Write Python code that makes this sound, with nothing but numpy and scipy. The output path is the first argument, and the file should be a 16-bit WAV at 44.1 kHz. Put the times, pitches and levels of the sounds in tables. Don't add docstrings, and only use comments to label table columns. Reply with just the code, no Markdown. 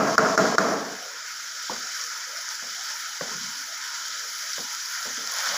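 import sys
import numpy as np
from scipy import signal
from scipy.fft import rfft, irfft, next_fast_len
from scipy.io import wavfile
from scipy.ndimage import uniform_filter1d, map_coordinates

SR = 44100
rng = np.random.default_rng(int(sys.argv[2]) if len(sys.argv) > 2 else 0)


def gain_from_db(level_db):
    decades = np.asarray(level_db, float) / 20
    return 10 ** decades


def materialize(psi):
    bounded = np.clip(np.atleast_2d(psi).T, -1, 1)
    quanta = np.round(bounded * 32767).astype(np.int16)
    wavfile.write(sys.argv[1], SR, quanta)


N = 245618

# f/Hz, density/dB per Hz
MIC_FLOOR = [(20, -99), (60, -101), (110, -96.5), (200, -100), (290, -95), (400, -101.5), (900, -99)]
# f/Hz, density/dB per Hz
BURNER = [(430, -17), (520, -15), (650, -9), (790, -16.5), (950, -3.5), (1090, -10.5), (1200, -4.5)]
# f/Hz, width/Hz, level/dB
BURNER_NOTE = (292, 14, -75)
# t/s, length/s, centre f/Hz, level/dB
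WISPS = [(0.975, 0.11, 704, -48), (0.98, 0.2, 497, -52), (1.103, 0.09, 990, -52.5), (1.804, 0.05, 440, -57),
         (1.84, 0.07, 730, -57.5), (1.967, 0.26, 522, -62.5), (1.988, 0.055, 1090, -51),
         (2.106, 0.14, 980, -52.5), (2.274, 0.085, 534, -57.5), (2.328, 0.091, 630, -54),
         (2.437, 0.15, 940, -54), (2.763, 0.075, 750, -55.5), (2.86, 0.14, 946, -52),
         (2.904, 0.053, 620, -59), (3.04, 0.082, 705, -62), (3.093, 0.1, 890, -57),
         (3.291, 0.061, 976, -49.5), (3.287, 0.1, 452, -53.5), (3.311, 0.21, 187, -49.5),
         (3.4, 0.096, 1014, -51.5), (3.465, 0.24, 943, -55.5), (3.539, 0.11, 247, -61.5),
         (3.677, 0.065, 690, -58), (3.774, 0.36, 987, -51.5), (4.149, 0.14, 554, -60.5),
         (4.416, 0.07, 630, -57), (4.63, 0.14, 933, -50), (4.839, 0.21, 1020, -54), (4.971, 0.09, 714, -58),
         (5.473, 0.17, 205, -56)]

# t/s, blow level/dB, crack level/dB
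BANGS = [
    (-.021, -6, -10),
    (.1797, -2, -10),
    (.3763, -3, -13),
    (.5818, -1.5, -10),
]
ROOM_DB = [-18, -14, -14.5, -16.5]
# f/Hz, level/dB, t60/s
BLOCK = [(660, -20, .03), (1270, -9, .03), (1410, 1, .02), (1600, -9, .025), (2100, -22, .02),
         (4690, -20, .015), (5480, -13, .016), (6800, -16, .014)]
# t/s, peak level/dB
ECHOES = [(.0097, -21), (0.1892, -6), (0.2017, -15), (.2150, -19), (0.2477, -9), (0.2604, -8),
          (0.3878, -10), (0.3964, -12), (.4532, -13), (0.5907, -13), (0.6028, -15), (.6237, -22),
          (0.6475, -18)]
# f/Hz, density/dB per Hz
ROOM_COLOUR = [(40, -30), (100, -22.5), (170, -9), (300, -12), (700, -8.5), (900, -12), (1450, -12),
               (1900, -17.5), (2400, -25.5), (3000, -32), (4000, -51)]
# f/Hz, t60/s
KITCHEN = [(100, 1.17), (500, 1.53), (1500, 1.5), (3000, 1.2)]
# f/Hz, width/Hz, level/dB
STANDING_WAVES = [(195, 33, 4), (245, 98, 6), (292, 32, 6.5), (443, 58, 9), (554, 15, -0.5), (626, 14, 4.5),
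                  (665, 55, 8), (1110, 180, 5), (1133, 11, -11), (1326, 57, 5), (1480, 16, -4),
                  (1623, 25, 7.5)]
# t/s, level/dB
RING_FADE = [(0, -3.5), (.72, -5), (.87, -10), (.93, -11), (.98, -16), (1.1, -33), (1.2, -47)]

# t/s, peak level/dB, core f/Hz, wash level/dB, wash length/s
KNOCKS = [
    (1.6957, -20.5, 950, -35.5, 0.1),
    (2.621, -48, 597, -47.5, 0.08),
    (3.2084, -23.5, 535, -38.5, 0.14),
    (4.579, -31.5, 534, -41, 0.053),
    (5.053, -38, 570, -41.5, 0.086),
    (5.173, -37, 248, -44.5, 0.089),
]
# f/Hz, density/dB per Hz
PAN = [(60, -26), (130, -33), (240, -15.5), (330, -20.5), (450, -8), (560, -10.5), (750, -8.5),
       (1000, -10.5), (1200, -7), (1600, -52)]

# t/s, peak level/dB, air level/dB relative to the peak
SPITS = [(2.013, -17, -25), (2.0388, -18, -18), (2.489, -18, -29), (2.6718, -28, -28), (3.0635, -27, -18),
         (3.5474, -32, -29), (3.58, -22, -31), (4.0818, -18, -14), (4.1946, -19, -28), (4.2637, -35, -25),
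         (4.5323, -14, -28), (4.604, -20, -25), (4.674, -28, -22), (4.827, -24, -16), (4.8589, -18, -26),
         (5.028, -18, -30), (5.163, -23, -27), (5.1735, -20.5, -35), (5.222, -31, -26),
         (5.2739, -15.5, -22), (5.3202, -15, -14), (5.3382, -13, -17), (5.3687, -25, -15),
         (5.3857, -12, -23), (5.458, -21, -37), (5.4889, -14, -26)]
# t/s, peak level/dB
TICKS = [(1.6262, -30), (2.8395, -34), (3.0764, -33), (3.1518, -37), (3.3299, -34), (3.7768, -32),
         (3.8986, -36), (4.0632, -30), (4.3331, -38.5), (4.5346, -32), (4.6768, -31), (4.7332, -29),
         (4.7551, -35), (4.8235, -33), (4.8574, -34), (5.0115, -31), (5.1108, -35), (5.266, -30),
         (5.3148, -29), (5.3358, -26), (5.3632, -26), (5.473, -40)]
# t/s, fizz level/dB
HEAT = [(0.0, -41), (0.09, -34.5), (0.42, -32), (0.88, -39), (1.18, -39), (1.92, -34), (2.31, -36),
        (3.09, -35), (3.41, -34.5), (3.8, -36), (4.48, -34), (5.14, -34.5), (5.32, -33), (5.46, -29),
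        (5.57, -31)]
# f/Hz, density/dB per Hz
WALL = [(950, -46), (1150, -24), (1250, 0), (1440, 2), (1800, -2), (2250, -7), (2450, -9.5), (2700, -15.5),
        (3000, -19)]
# f/Hz, density/dB per Hz
HOLLOW = [(2500, -29), (2780, -11), (2980, 4.5), (3400, 3), (3900, 2), (4250, -2), (4600, -2)]
# f/Hz, density/dB per Hz
FAT = [(3900, -8), (4300, -5.5), (4650, 0.5), (5500, 4), (6100, 1.5), (7000, -0.5), (7700, -11.5),
       (8500, -22.5), (9200, -23)]
# f/Hz, density/dB per Hz
AIR = [(8000, -44), (8700, -20), (9500, -3), (10500, 3.5), (11500, -0.5), (12600, -4.5), (13600, -3),
       (15400, 3.5), (16000, -17)]
# f/Hz, density/dB per Hz
SCRAPE = [(400, -31), (500, -3.5), (800, -2), (1100, 2.5), (1300, -10)]

# from t/s, bang t/s, level before/dB, level after/dB
DUCKS = [
    (.157, .1793, -9.5, -3),
    (.357, .3756, -7.5, -1),
    (.557, .5811, -9.5, -2),
]


def unit(x):
    return x / np.sqrt(np.mean(x ** 2) + 1e-20)


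def along(points, hz):
    f, value = np.transpose(points)
    return np.interp(np.log(hz + 1), np.log(f + 1), value)


def curve(rows):
    s, value = np.transpose(rows)
    return np.interp(np.arange(N) / SR, s, value)


def wobble(rate):
    knots = rng.standard_normal(int(N * rate / SR) + 4)
    return map_coordinates(knots, [np.arange(N) * rate / SR])


def colour(spectrum):
    below = (.6 * spectrum[0][0], -110)
    above = (1.4 * spectrum[-1][0], -110)
    points = [below] + list(spectrum) + [above]
    return lambda hz: gain_from_db(along(points, hz))


def filtered(x, gain):
    m = 2 * next_fast_len(N // 2 + 8192)
    cepstrum = irfft(np.log(gain(np.fft.rfftfreq(m, 1 / SR)) + 1e-6), m)
    cepstrum[1:m // 2] *= 2
    cepstrum[m // 2 + 1:] = 0
    return irfft(rfft(x, m) * np.exp(rfft(cepstrum)), m)[:len(x)]


def patchy(x, depth_db, bins, frames, size=512):
    z = signal.stft(x, nperseg=size)[2]
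    field = uniform_filter1d(rng.standard_normal(z.shape), bins, 0)
    field = uniform_filter1d(field, frames, 1)
    return signal.istft(z * gain_from_db(depth_db * unit(field)), nperseg=size)[1][:N]


def add(track, s, sound):
    start = round(s * SR)
    sound = sound[max(-start, 0):N - start]
    track[max(start, 0):][:len(sound)] += sound


def wisp(length, hz):
    half_hz = 46.8 + 0.055 * hz
    n = round((length + .04) * SR)
    sos = signal.butter(4, [hz - half_hz, hz + half_hz], "band", fs=SR, output="sos")
    band = signal.sosfilt(sos, rng.standard_normal(n + 2000))[2000:]
    swell = np.sin(np.pi * np.linspace(0, 1, n) ** 0.67) ** 0.86
    return unit(band) * swell


def rumble():
    blotches = patchy(rng.standard_normal(N), depth_db=3.5, bins=5, frames=4, size=1024)
    out = gain_from_db(-56.5) * unit(filtered(blotches, colour(BURNER)))
    out += np.sqrt(SR / 2) * filtered(rng.standard_normal(N), colour(MIC_FLOOR))
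    for s, length, hz, db in WISPS:
        add(out, s - .012, gain_from_db(db + 2) * wisp(length, hz))
    note_hz, width, note_db = BURNER_NOTE
    note = filtered(rng.standard_normal(N), lambda f: 1 / (1 + ((f - note_hz) / width) ** 2))
    return out + gain_from_db(note_db) * unit(note)


def ring(modes, t):
    out = np.zeros(len(t))
    for hz, db, t60 in modes:
        out += gain_from_db(db + rng.normal(0, 1.2) - 60 * t / t60) * np.sin(2 * np.pi * hz * t)
    return out


def room_tail():
    hz, t, z = signal.stft(rng.standard_normal(3 * SR // 2), SR, nperseg=256)
    decay = gain_from_db(-60 * t / along(KITCHEN, hz)[:, None])
    tail = signal.istft(z * decay, SR, nperseg=256)[1]

    def tiled(f):
        waves_db = sum(1.09 * db / (1 + (2 * (f - c) / w) ** 2) for c, w, db in STANDING_WAVES)
        return colour(ROOM_COLOUR)(f) * gain_from_db(waves_db)

    onset = 1 - np.exp(-(np.arange(len(tail)) / SR / .008) ** 2)
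    return filtered(tail, tiled) * onset


def bangs():
    blows, crack, room = np.zeros(N), np.zeros(N), np.zeros(N)
    t, t_long = np.arange(SR // 10) / SR, np.arange(SR) / SR
    rise = 1 - np.exp(-(t / .0014) ** 2)
    shimmer = gain_from_db(-36 - 60 * t_long / 1.4)
    for (s, blow_db, crack_db), room_db in zip(BANGS, ROOM_DB):
        add(blows, s, gain_from_db(blow_db + 4.5) * ring(BLOCK, t) * rise)
        add(crack, s, gain_from_db(crack_db - 60 * t / .013) * rise * rng.standard_normal(len(t)))
        add(crack, s, shimmer * rng.standard_normal(SR))
        tail = room_tail()
        add(room, s, gain_from_db(room_db) * tail / np.std(tail[:SR // 10]))
    for s, db in ECHOES:
        add(blows, s, gain_from_db(db + 4.5) * ring(BLOCK[:5], t) * rise)

    def bright(hz):
        return gain_from_db(5) * colour(FAT)(hz) + gain_from_db(-9) * colour(HOLLOW)(hz) + gain_from_db(-12) * colour(AIR)(hz)

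    return blows + filtered(crack, bright) + gain_from_db(curve(RING_FADE)) * room


def tap(hz, t, slower=1):
    u = t / max(.003, 1.9 / hz) / slower
    return (u * np.exp(1 - u)) ** 3 * np.sin(2 * np.pi * hz * t)


def firm_knock(core_hz, t):
    out = np.zeros(len(t))
    for multiple, db in [(2.1, -4), (3, -7), (3.6, -11), (.3, -11)]:
        if multiple * core_hz < 1950:
            out += gain_from_db(db) * tap(max(multiple * core_hz, 170), t)
    return out


def pan_noise(top_hz, n):
    noise = rng.standard_normal(N // 8)
    return unit(filtered(noise, lambda f: colour(PAN)(f) / (1 + (f / top_hz) ** 6))[-n:])


def spoon():
    out, t = np.zeros(N), np.arange(SR // 3) / SR

    def gate(length):
        return (1 - np.exp(-(t / 0.005) ** 2)) / (1 + np.exp((t - length) / 0.011))

    for s, db, core_hz, wash_db, length in KNOCKS:
        wash = gate(length) * pan_noise(2.2 * core_hz, len(t))
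        wash += gain_from_db(-5) * gate(1.8 * length) * pan_noise(300, len(t))
        add(out, s, gain_from_db(db) * tap(core_hz, t) + gain_from_db(wash_db - 60 * t / 0.5) * wash)
        if core_hz > 450:
            add(out, s, gain_from_db(db) * firm_knock(core_hz, t))
            add(out, s + .017, gain_from_db(db - 12) * tap(510, t, slower=2.5))
    return out


def spits():
    fizz, air, t = np.zeros(N), np.zeros(N), np.arange(SR // 50) / SR
    for s, db, air_db in SPITS:
        add(fizz, s, gain_from_db(db + 1.5 - 60 * t / .009) * rng.standard_normal(len(t)))
        add(air, s, gain_from_db(db + air_db + 2.5 - 60 * t / 0.0074) * rng.standard_normal(len(t)))
    for s, db in TICKS:
        add(air, s, gain_from_db(db - 3.0 - 60 * t / 0.012) * rng.standard_normal(len(t)))
    return filtered(fizz, colour(FAT)) + filtered(air, colour(AIR))


def bursts(rate, spread_db):
    size = gain_from_db(np.minimum(spread_db * rng.exponential(1, N), 19))
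    return unit((rng.random(N) < rate / SR) * size * rng.standard_normal(N))


def bared():
    middle_s, rise_s = 5.344, 0.075
    return 1 / (1 + np.exp(-(np.arange(N) / SR - middle_s) / rise_s))


def sizzle():
    calm_db = -35
    rise_db = curve(HEAT) - calm_db
    clumps = gain_from_db(0.55 * wobble(9) + 0.5 * wobble(30) + 0.47 * wobble(110))
    train = bursts(2000, spread_db=2.5)

    def frying(spectrum, share, extra=0):
        hiss = patchy(rng.standard_normal(N), depth_db=1.07, bins=5, frames=6)
        return clumps * filtered(hiss + share * train + extra, colour(spectrum))

    def own(depth_db):
        return gain_from_db(depth_db * (wobble(7) + wobble(22.28)))

    body = unit(own(0.59) * frying(WALL, 0.25))
    hollow = unit(own(0.66) * frying(HOLLOW, 0.11))
    fizz = unit(own(0.13) * frying(FAT, 0.38))
    air = unit(own(0.99) * frying(AIR, .35, extra=0.42 * bursts(400, spread_db=-0.5)))
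    scrape = unit(frying(SCRAPE, 0.41))

    opened = bared()
    drying_db = 0.77 * np.arange(N) / SR
    body_db = -4 + .4 * rise_db + 5 * opened
    hollow_db = -9.5 + .8 * rise_db + (5 - 1.1) * opened
    air_db = -17.5 + 0.66 * rise_db + drying_db
    fry = gain_from_db(rise_db) * fizz + gain_from_db(air_db) * air + gain_from_db(body_db) * body + gain_from_db(hollow_db) * hollow
    return gain_from_db(calm_db) * fry + gain_from_db(-37.5) * opened * scrape


def scene():
    return (rumble() + bangs() + spoon() + spits() + sizzle())[None]


def low_pass(x):
    return signal.sosfilt(signal.butter(12, 16810, fs=SR, output="sos"), x)


def record(dry):
    t, db = np.arange(N) / SR, np.zeros(N)
    for start, bang, before_db, after_db in DUCKS:
        db += before_db * ((t > start) & (t < bang))
        db += after_db * (t > bang + .006) * np.exp(-np.abs(t - bang) / 0.11)
    db = uniform_filter1d(db, size=40)
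    lows = signal.sosfiltfilt(signal.butter(2, 2500, fs=SR, output="sos"), dry)
    x = gain_from_db(db) * (dry - lows) + gain_from_db(1.58 * db) * lows
    hz = np.fft.rfftfreq(N, 1 / SR)
    bass_loss = 1 / (1 - 1j * 70 / (hz + 1)) ** 2
    x = irfft(rfft(x) * (hz < 15540) * bass_loss, N)
    return low_pass(x)


dry = scene()
out = record(dry)
materialize(out)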